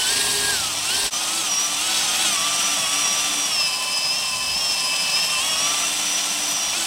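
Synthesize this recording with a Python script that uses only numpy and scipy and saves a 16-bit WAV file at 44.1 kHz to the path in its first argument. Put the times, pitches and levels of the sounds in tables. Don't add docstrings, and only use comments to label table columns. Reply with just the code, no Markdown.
import sys
import numpy as np
from scipy import signal
from scipy.fft import rfft, irfft, next_fast_len
from scipy.io import wavfile
from scipy.ndimage import uniform_filter1d

SR = 44100
rng = np.random.default_rng(int(sys.argv[2]) if len(sys.argv) > 2 else 0)


def waveform_to_disk(signal):
    frames = np.transpose(np.atleast_2d(signal))
    scaled = np.clip(frames, -1, 1) * 32767
    samples = np.round(scaled).astype(np.int16)
    wavfile.write(sys.argv[1], SR, samples)


N = 302526
TIME_S = np.arange(N) / SR
CRUISE_HZ, BAND_LIMIT_HZ = 296, 15850


def amp(db):
    return np.exp(np.asarray(db) * (np.log(10) / 20))


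def unit(x):
    return x / np.sqrt(np.mean(x ** 2) + 1e-20)


def follow(points):
    return np.interp(TIME_S, *np.transpose(points))


def gain_at(points, hz):
    point_hz, db = np.transpose(points)
    return amp(np.interp(np.log(hz + 1), np.log(point_hz), db))


def swell(peak_s, width_s):
    return np.exp(-np.minimum(abs(TIME_S - peak_s) / width_s, 10) ** 2 / 2)


def noise(gain):
    size = next_fast_len(N, True)
    hz = np.fft.rfftfreq(size, 1 / SR)
    return unit(irfft(rfft(rng.standard_normal(size)) * gain(hz), size)[:N])


def rush(colour):
    return noise(lambda hz: gain_at(colour, hz))


def wander(rate_hz):
    knots = signal.resample_poly(rng.standard_normal(int(2 * rate_hz * N / SR) + 4), 2, 1)
    return np.interp(4 * rate_hz * TIME_S, np.arange(len(knots)), unit(knots))


def tone(cycles, flutter_db, jitter_rad):
    shake = jitter_rad * (wander(25) + 0.58 * wander(140))
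    return unit(amp(flutter_db * wander(35)) * np.sin(2 * np.pi * cycles + shake))


# time_s, speed_hz
MOTOR_SPEED = [(0.0, 376), (0.06, 374), (0.12, 407), (0.51, 408.5), (0.62, 335), (0.76, 289), (0.83, 300),
               (0.94, 388), (1.01, 399), (1.08, 397), (1.12, 304), (1.17, 299), (1.2, 317), (1.27, 310),
               (1.38, 336), (1.5, 292), (1.56, 284), (1.63, 295), (1.78, 294), (1.83, 318), (1.94, 332),
               (2.12, 307), (2.23, 331), (2.38, 281), (2.48, 295), (2.73, 296), (2.86, 277), (2.92, 287),
               (3.01, 295), (3.06, 285.5), (3.21, 295.5), (3.36, 294), (3.48, 286), (3.58, 264),
               (3.67, 254.5), (4.11, 255.2), (4.16, 267), (4.33, 255), (4.53, 255), (4.6, 272.5),
               (4.85, 254.5), (5.14, 254.5), (5.19, 262.5), (5.33, 263), (5.39, 255), (5.44, 280),
               (5.56, 277), (5.68, 293), (5.95, 298), (6.23, 295), (6.47, 297.5), (6.73, 287), (6.77, 331),
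               (6.86, 329)]
# time_s, closeness_db
MIC_CLOSENESS = [(0, -0.6), (.5, -1.3), (.75, -1.5), (1.0, -1), (1.6, -0.4), (2.25, 2), (2.75, 1.9),
                 (3.2, 1.65), (3.8, -1), (4.55, -2), (4.9, 0.5), (5.35, 1.5), (5.8, 1), (6.1, 0.8),
                 (6.55, -1), (6.86, -1)]
STROKE_TURNS = [-.3, .12, .6, 1.11, 1.59, 2.04, 2.62, 3.12, 3.6, 4.09, 4.63, 5.15, 5.73, 6.17, 6.66, 7.15]

def motion():
    speed_hz = uniform_filter1d(follow(MOTOR_SPEED), round(0.025 * SR))
    strokes = np.interp(TIME_S, STROKE_TURNS, np.arange(len(STROKE_TURNS)))
    return speed_hz, follow(MIC_CLOSENESS), np.cos(2 * np.pi * strokes)


LEADING_ORDERS = {"imbalance": 1, "mesh": 4, "mesh second": 8, "second stage": 72 / 7, "mesh third": 12,
                  "high whine": 19.88}
SWAY = {"imbalance": (.5, -2.6, 1.3, .1), "mesh": (.1, -.6, 1.4, .18), "mesh second": (1.2, -.6, 2.0, .55),
        "second stage": (.6, 1.0, 1.6, .27), "mesh third": (1.1, .1, 1.5, .23),
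        "high whine": (.3, 2.5, 1.5, .52)}
# pitch_hz, gain_db
IMBALANCE_RESONANCE = [(254, -55), (283, -54), (296, -46.5), (312, -50), (333, -45.5), (365, -48),
                       (407, -39.5)]
MESH_SECOND_RESONANCE = [(2030, -60), (2230, -45), (2370, -44.5), (2550, -39.5), (2780, -39), (3050, -37),
                         (3200, -48), (3270, -45)]
SECOND_STAGE_RESONANCE = [(2610, -31.5), (2720, -33), (2900, -38.5), (3040, -38.5), (3280, -36.5),
                          (3400, -35), (3650, -41), (4190, -41)]
MESH_THIRD_RESONANCE = [(3050, -33), (3200, -35), (3370, -33), (3540, -38), (3750, -42), (3980, -39),
                        (4400, -44), (4890, -47)]
HIGH_WHINE_RESONANCE = [(5060, -26.5), (5300, -26.3), (5520, -29), (5740, -26.5), (5900, -29.5),
                        (6200, -34), (6550, -38), (7200, -44), (8090, -41)]
# time_s, gain_db
MESH_GAIN = [(0, -34), (.38, -38.5), (.5, -28.5), (.62, -34), (.8, -45), (.95, -35), (1.15, -39.5),
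             (1.6, -39.5), (2.28, -38.5), (2.41, -29.5), (2.75, -40.5), (3.1, -34), (3.58, -48),
             (3.8, -35.5), (4.13, -45), (4.35, -35.5), (4.66, -53), (4.85, -37.5), (5.25, -50), (5.37, -32),
             (5.48, -39.5), (5.7, -31.5), (5.85, -40), (5.95, -57), (6.86, -46)]
# peak_s, change_db, width_s
WHINE_SWELLS = [(.72, -8, .1), (1.72, -4, .04), (1.92, -8, .04), (2.17, -7, .025), (2.29, 6, .03),
                (2.47, -8, .09), (2.8, -10, .025), (3.83, -10, .045), (4.3, -4, .08), (5.08, -11, .025),
                (5.38, -8, .07), (5.74, -6, .04), (6.24, -3.5, .08), (6.7, -6, .08)]

def leading_tones(turns, speed_hz, close_db, side, rasp_db):
    def voice(name):
        share, right_end_db, flutter_db, jitter_rad = SWAY[name]
        drift_db = 1.25 * wander(7)
        gain = amp(share * close_db + right_end_db * side + drift_db)
        return gain * tone(LEADING_ORDERS[name] * turns, flutter_db, jitter_rad)

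    def resonant(name, resonance):
        return gain_at(resonance, LEADING_ORDERS[name] * speed_hz) * voice(name)

    shaft = resonant("imbalance", IMBALANCE_RESONANCE)
    mesh = amp(follow(MESH_GAIN)) * voice("mesh")
    mesh += resonant("mesh second", MESH_SECOND_RESONANCE)
    gears = resonant("second stage", SECOND_STAGE_RESONANCE)
    gears += resonant("mesh third", MESH_THIRD_RESONANCE)
    whine = resonant("high whine", HIGH_WHINE_RESONANCE)
    whine_db = sum(db * swell(peak_s, width_s) for peak_s, db, width_s in WHINE_SWELLS)
    return shaft + mesh + amp(rasp_db) * gears + amp(whine_db) * whine


# cycles_per_turn, relative_db
WEAK_TONES = [(.667, -14.5), (2.33, -8.5), (2.62, -13.5), (4.54, -9.5), (6, -27), (6.87, -12.5),
              (9.2, -6.5), (9.58, -13), (10.96, -12), (11.42, -8.5), (13.71, -10.5), (16, -15),
              (18.3, -9.5), (19.3, -10), (20.55, -0.5), (22.8, -5), (24.05, -4.5), (27.4, -7.5),
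              (32.05, -12), (34.4, -22), (39.76, -11), (40.4, -9)]
# frequency_hz, gain_db
HOUSING_RESPONSE = [(150, -0.5), (800, -3), (1150, 1.5), (1340, 2), (1520, 1), (1850, 0.5), (2350, 0.5),
                    (2700, 1.5), (3500, 1.5), (4500, 4.5), (6000, -4), (6900, -5), (8100, 0), (10100, 0.5),
                    (11500, -11)]

def weak_tones(turns, speed_hz, gain_db):
    backlash = wander(25) + 0.48 * wander(140)
    tones = np.zeros(N)
    for order, db in WEAK_TONES:
        gain = amp(db + 4.45 * wander(35)) * gain_at(HOUSING_RESPONSE, order * speed_hz)
        shake = (0.23 + 0.041 * order) * backlash
        tones += gain * np.sin(2 * np.pi * order * turns + shake)
    return amp(gain_db + 2) * tones


GEAR_BEATS = [(.052, 0.071, 0.1), (0.207, 0.027, 0.084), (.667, 0.083, 0.03), (1.74, 0.14, .01),
              (2.35, 0.037, 0.084), (4.54, .01, .07)]

def chopping(turns):
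    orders, rattle_depth, air_depth = np.transpose(GEAR_BEATS)
    beats = np.sin(2 * np.pi * (orders[:, None] * turns + rng.random((len(orders), 1))))
    tooth_contact = amp(1.04 * wander(120))
    return tooth_contact * (1 + rattle_depth @ beats), 1 + air_depth @ beats


# frequency_hz, gain_db
GEAR_COLOUR = [(200, -29), (330, -16.5), (600, -23), (1300, -13.5), (1600, -7), (1900, -4.5), (2150, -6.5),
               (2380, -1.5), (2520, -0.5), (2800, -0.5), (3250, 1), (3700, -6), (4600, -26), (8000, -34)]
# centre_hz, width_hz, gain_db
HOUSING_MODES = [(1460, 104, -6), (1877, 43, -9), (2460, 77, -7.5), (2720, 99, 1.5), (3080, 120, -6),
                 (3360, 130, -7), (3630, 85, -4), (4395, 94, 0.5), (4730, 92, 0), (5610, 100, 4),
                 (7740, 160, 0), (8430, 78, 4)]

def gear_rattle(gain_db):
    def mode_power(hz):
        return sum(amp(db) ** 2 / (1 + (2 * (hz - centre_hz) / width_hz) ** 2) ** 2
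                   for centre_hz, width_hz, db in HOUSING_MODES)

    housing = noise(lambda hz: np.sqrt(mode_power(hz)))
    return amp(gain_db + 4.5) * rush(GEAR_COLOUR) + amp(gain_db + 0.5) * housing


# frequency_hz, gain_db
BRUSH_COLOUR = [(1500, -25), (3000, -11.5), (3800, 0), (4300, 0), (4650, 0), (5200, 4), (5700, 2),
                (6100, 1), (6500, -6), (7000, -9.5), (9000, -18.5)]

def brush_hiss(gain_db):
    return amp(gain_db + 2) * rush(BRUSH_COLOUR)


def vent_roar(octaves):
    return amp(-42.5 + 25 * octaves) * rush([(2500, -31), (3800, 0), (4400, 3), (4900, -5), (6000, -21)])


# frequency_hz, gain_db
FAN_COLOUR = [(3000, -25), (6000, -7.5), (6600, -4), (7000, -7.5), (7550, -1), (8150, 0.5), (8800, -2),
              (9600, -5.5), (10300, -8.5), (11200, -13.5), (13000, -20.5), (15800, -24)]

def fan_air(gain_db):
    return amp(gain_db - 0.5 + 1.3 * wander(200)) * rush(FAN_COLOUR)


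def sparks(octaves):
    fizz = unit(amp(2.5 * wander(900) + 0.83 * wander(25)))
    colour = [(5000, -25), (10000, 5), (11800, 1), (13500, -2), (16000, -8)]
    return amp(-44 + 14 * octaves) * fizz * rush(colour)


# frequency_hz, gain_db
BENCH_COLOUR = [(18, -50), (28, -21), (42, -6), (70, 2), (110, -1.5), (160, -4.5), (250, -5), (500, -30)]
# time_s, level_db
BENCH_LEVEL = [(0, -51), (.15, -43.5), (.62, -43.5), (.8, -62), (1.05, -51), (1.5, -59), (2.1, -51.5),
               (3.2, -54), (3.85, -58), (4.5, -47), (4.85, -59), (5.6, -52), (6.1, -57.5), (6.86, -56)]

def bench_rumble():
    return amp(follow(BENCH_LEVEL)) * rush(BENCH_COLOUR)


# frequency_hz, gain_db
FOAM_COLOUR = [(105, -23), (170, -16.5), (230, -9), (370, -10.5), (510, -8), (590, -2), (690, -1.5),
               (770, 2.5), (910, -1.5), (1050, 2), (1300, -6.5), (1600, -19.5), (3000, -38)]

def foam_rub(octaves, gain_db):
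    rub = amp(gain_db + 2) * rush(FOAM_COLOUR) * amp(1.16 * wander(30))
    board = amp(gain_db - 17) * noise(lambda hz: 1 / (1 + ((hz - 146) / 14) ** 2))
    whirr = rush([(100, -25), (240, -6), (330, 2.5), (450, 8), (540, -20), (900, -21)])
    return rub + board + amp(-56.5 + 29 * octaves) * whirr


# time_s, level_db
HUM_LEVEL = [(0, -65), (.3, -54), (.6, -48), (1.0, -52), (1.2, -70), (1.5, -90)]

def low_hum(pitch_hz=98):
    return amp(follow(HUM_LEVEL)) * tone(pitch_hz * TIME_S, flutter_db=-2, jitter_rad=0.3)


# peak_s, level_db, width_s
GEAR_SQUEALS = [(.003, -29, .008), (.023, -29, .007), (.076, -26, .009), (.094, -31, .008),
                (.888, -28, .008), (.92, -26, .007), (.95, -29, .007), (6.737, -33, .008),
                (6.765, -35, .016)]

def gear_squeals(turns):
    bursts = sum(amp(db) * swell(peak_s, width_s) for peak_s, db, width_s in GEAR_SQUEALS)
    return bursts * tone(LEADING_ORDERS["mesh second"] * turns, flutter_db=1.5, jitter_rad=0.55)


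# peak_s, pitch_hz, level_db, width_s
BALL_BUMPS = [(1.04, 50, -46, .05), (4.54, 64.8, -50, .04), (6.68, 55, -54, .05)]

def ball_bumps():
    return sum(amp(db) * swell(peak_s, width_s) * tone(pitch_hz * TIME_S, flutter_db=4, jitter_rad=1)
               for peak_s, pitch_hz, db, width_s in BALL_BUMPS)


# peak_s, pitch_hz, level_db, width_s
FOAM_SQUEAKS = [(1.64, 11800, -44, .035), (2.14, 11600, -39, .04), (3.83, 12200, -49, .03),
                (5.25, 11500, -43, .035), (5.46, 14200, -44, .03), (5.98, 13800, -50, .03),
                (6.52, 12000, -40, .03)]

def foam_squeaks():
    squeaks = np.zeros(N)
    for peak_s, pitch_hz, db, width_s in FOAM_SQUEAKS:
        hiss = noise(lambda hz: np.exp(-((hz - pitch_hz) / 450) ** 2))
        squeaks += amp(db) * swell(peak_s, width_s) * hiss
    return squeaks


# peak_s, brush_boost_db, gear_boost_db, width_s
FOAM_BITES = [(1.96, 3.2, 1.5, .06), (2.26, 2.2, 7, .06), (4.75, 2, 0, .07), (5.08, 2.4, 0, .08),
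              (5.45, 0, 3, .13)]

def foam_bites():
    brush_db = sum(db * swell(peak_s, width_s) for peak_s, db, _, width_s in FOAM_BITES)
    gear_db = sum(db * swell(peak_s, width_s) for peak_s, _, db, width_s in FOAM_BITES)
    return brush_db, gear_db


# cruise_db, db_per_speed_octave, closeness_share, right_end_db
RUB_SWAY = (-39, 2.5, 0.33, 0.25)
RATTLE_SWAY = (-36.5, 8, 1.3, 0.3)
BRUSH_SWAY = (-32, 4.5, 0.13, 1)
AIR_SWAY = (-29.5, 6.5, 0.85, -0.7)

def scene():
    speed_hz, close_db, side = motion()
    turns = np.cumsum(speed_hz) / SR
    octaves = np.log2(speed_hz / CRUISE_HZ)
    rub_db, rattle_db, brush_db, air_db = (
        cruise_db + octave_db * octaves + share * close_db + end_db * side
        for cruise_db, octave_db, share, end_db in (RUB_SWAY, RATTLE_SWAY, BRUSH_SWAY, AIR_SWAY))
    bite_db, rasp_db = foam_bites()

    tones = leading_tones(turns, speed_hz, close_db, side, rasp_db)
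    tones += weak_tones(turns, speed_hz, rattle_db + 0.45 * rasp_db)
    throb = 1 + 0.12 * np.sin(2 * np.pi * 0.052 * turns)
    whine = throb * tones + gear_squeals(turns)

    rattle_chop, air_chop = chopping(turns)
    rattle = gear_rattle(rattle_db) + brush_hiss(brush_db + bite_db) + vent_roar(octaves)
    drill = whine + rattle_chop * rattle + air_chop * fan_air(air_db) + sparks(octaves)
    mono = drill + bench_rumble() + foam_rub(octaves, rub_db) + low_hum() + ball_bumps() + foam_squeaks()
    return np.array([mono, mono])


# silent_s, fade_out_s, fade_in_s
LEVEL_DIP = (1.104, 0.037, 0.034)

def record(dry):
    silent_s, fade_out_s, fade_in_s = LEVEL_DIP
    since_s = TIME_S - silent_s
    dip = np.minimum(np.maximum(-since_s / fade_out_s, since_s / fade_in_s), 1)
    lowpass = signal.firwin(511, BAND_LIMIT_HZ, window=("kaiser", 9), fs=SR)
    return signal.oaconvolve(dry * dip, lowpass[None], "same")


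dry = scene()
out = record(dry)
waveform_to_disk(out)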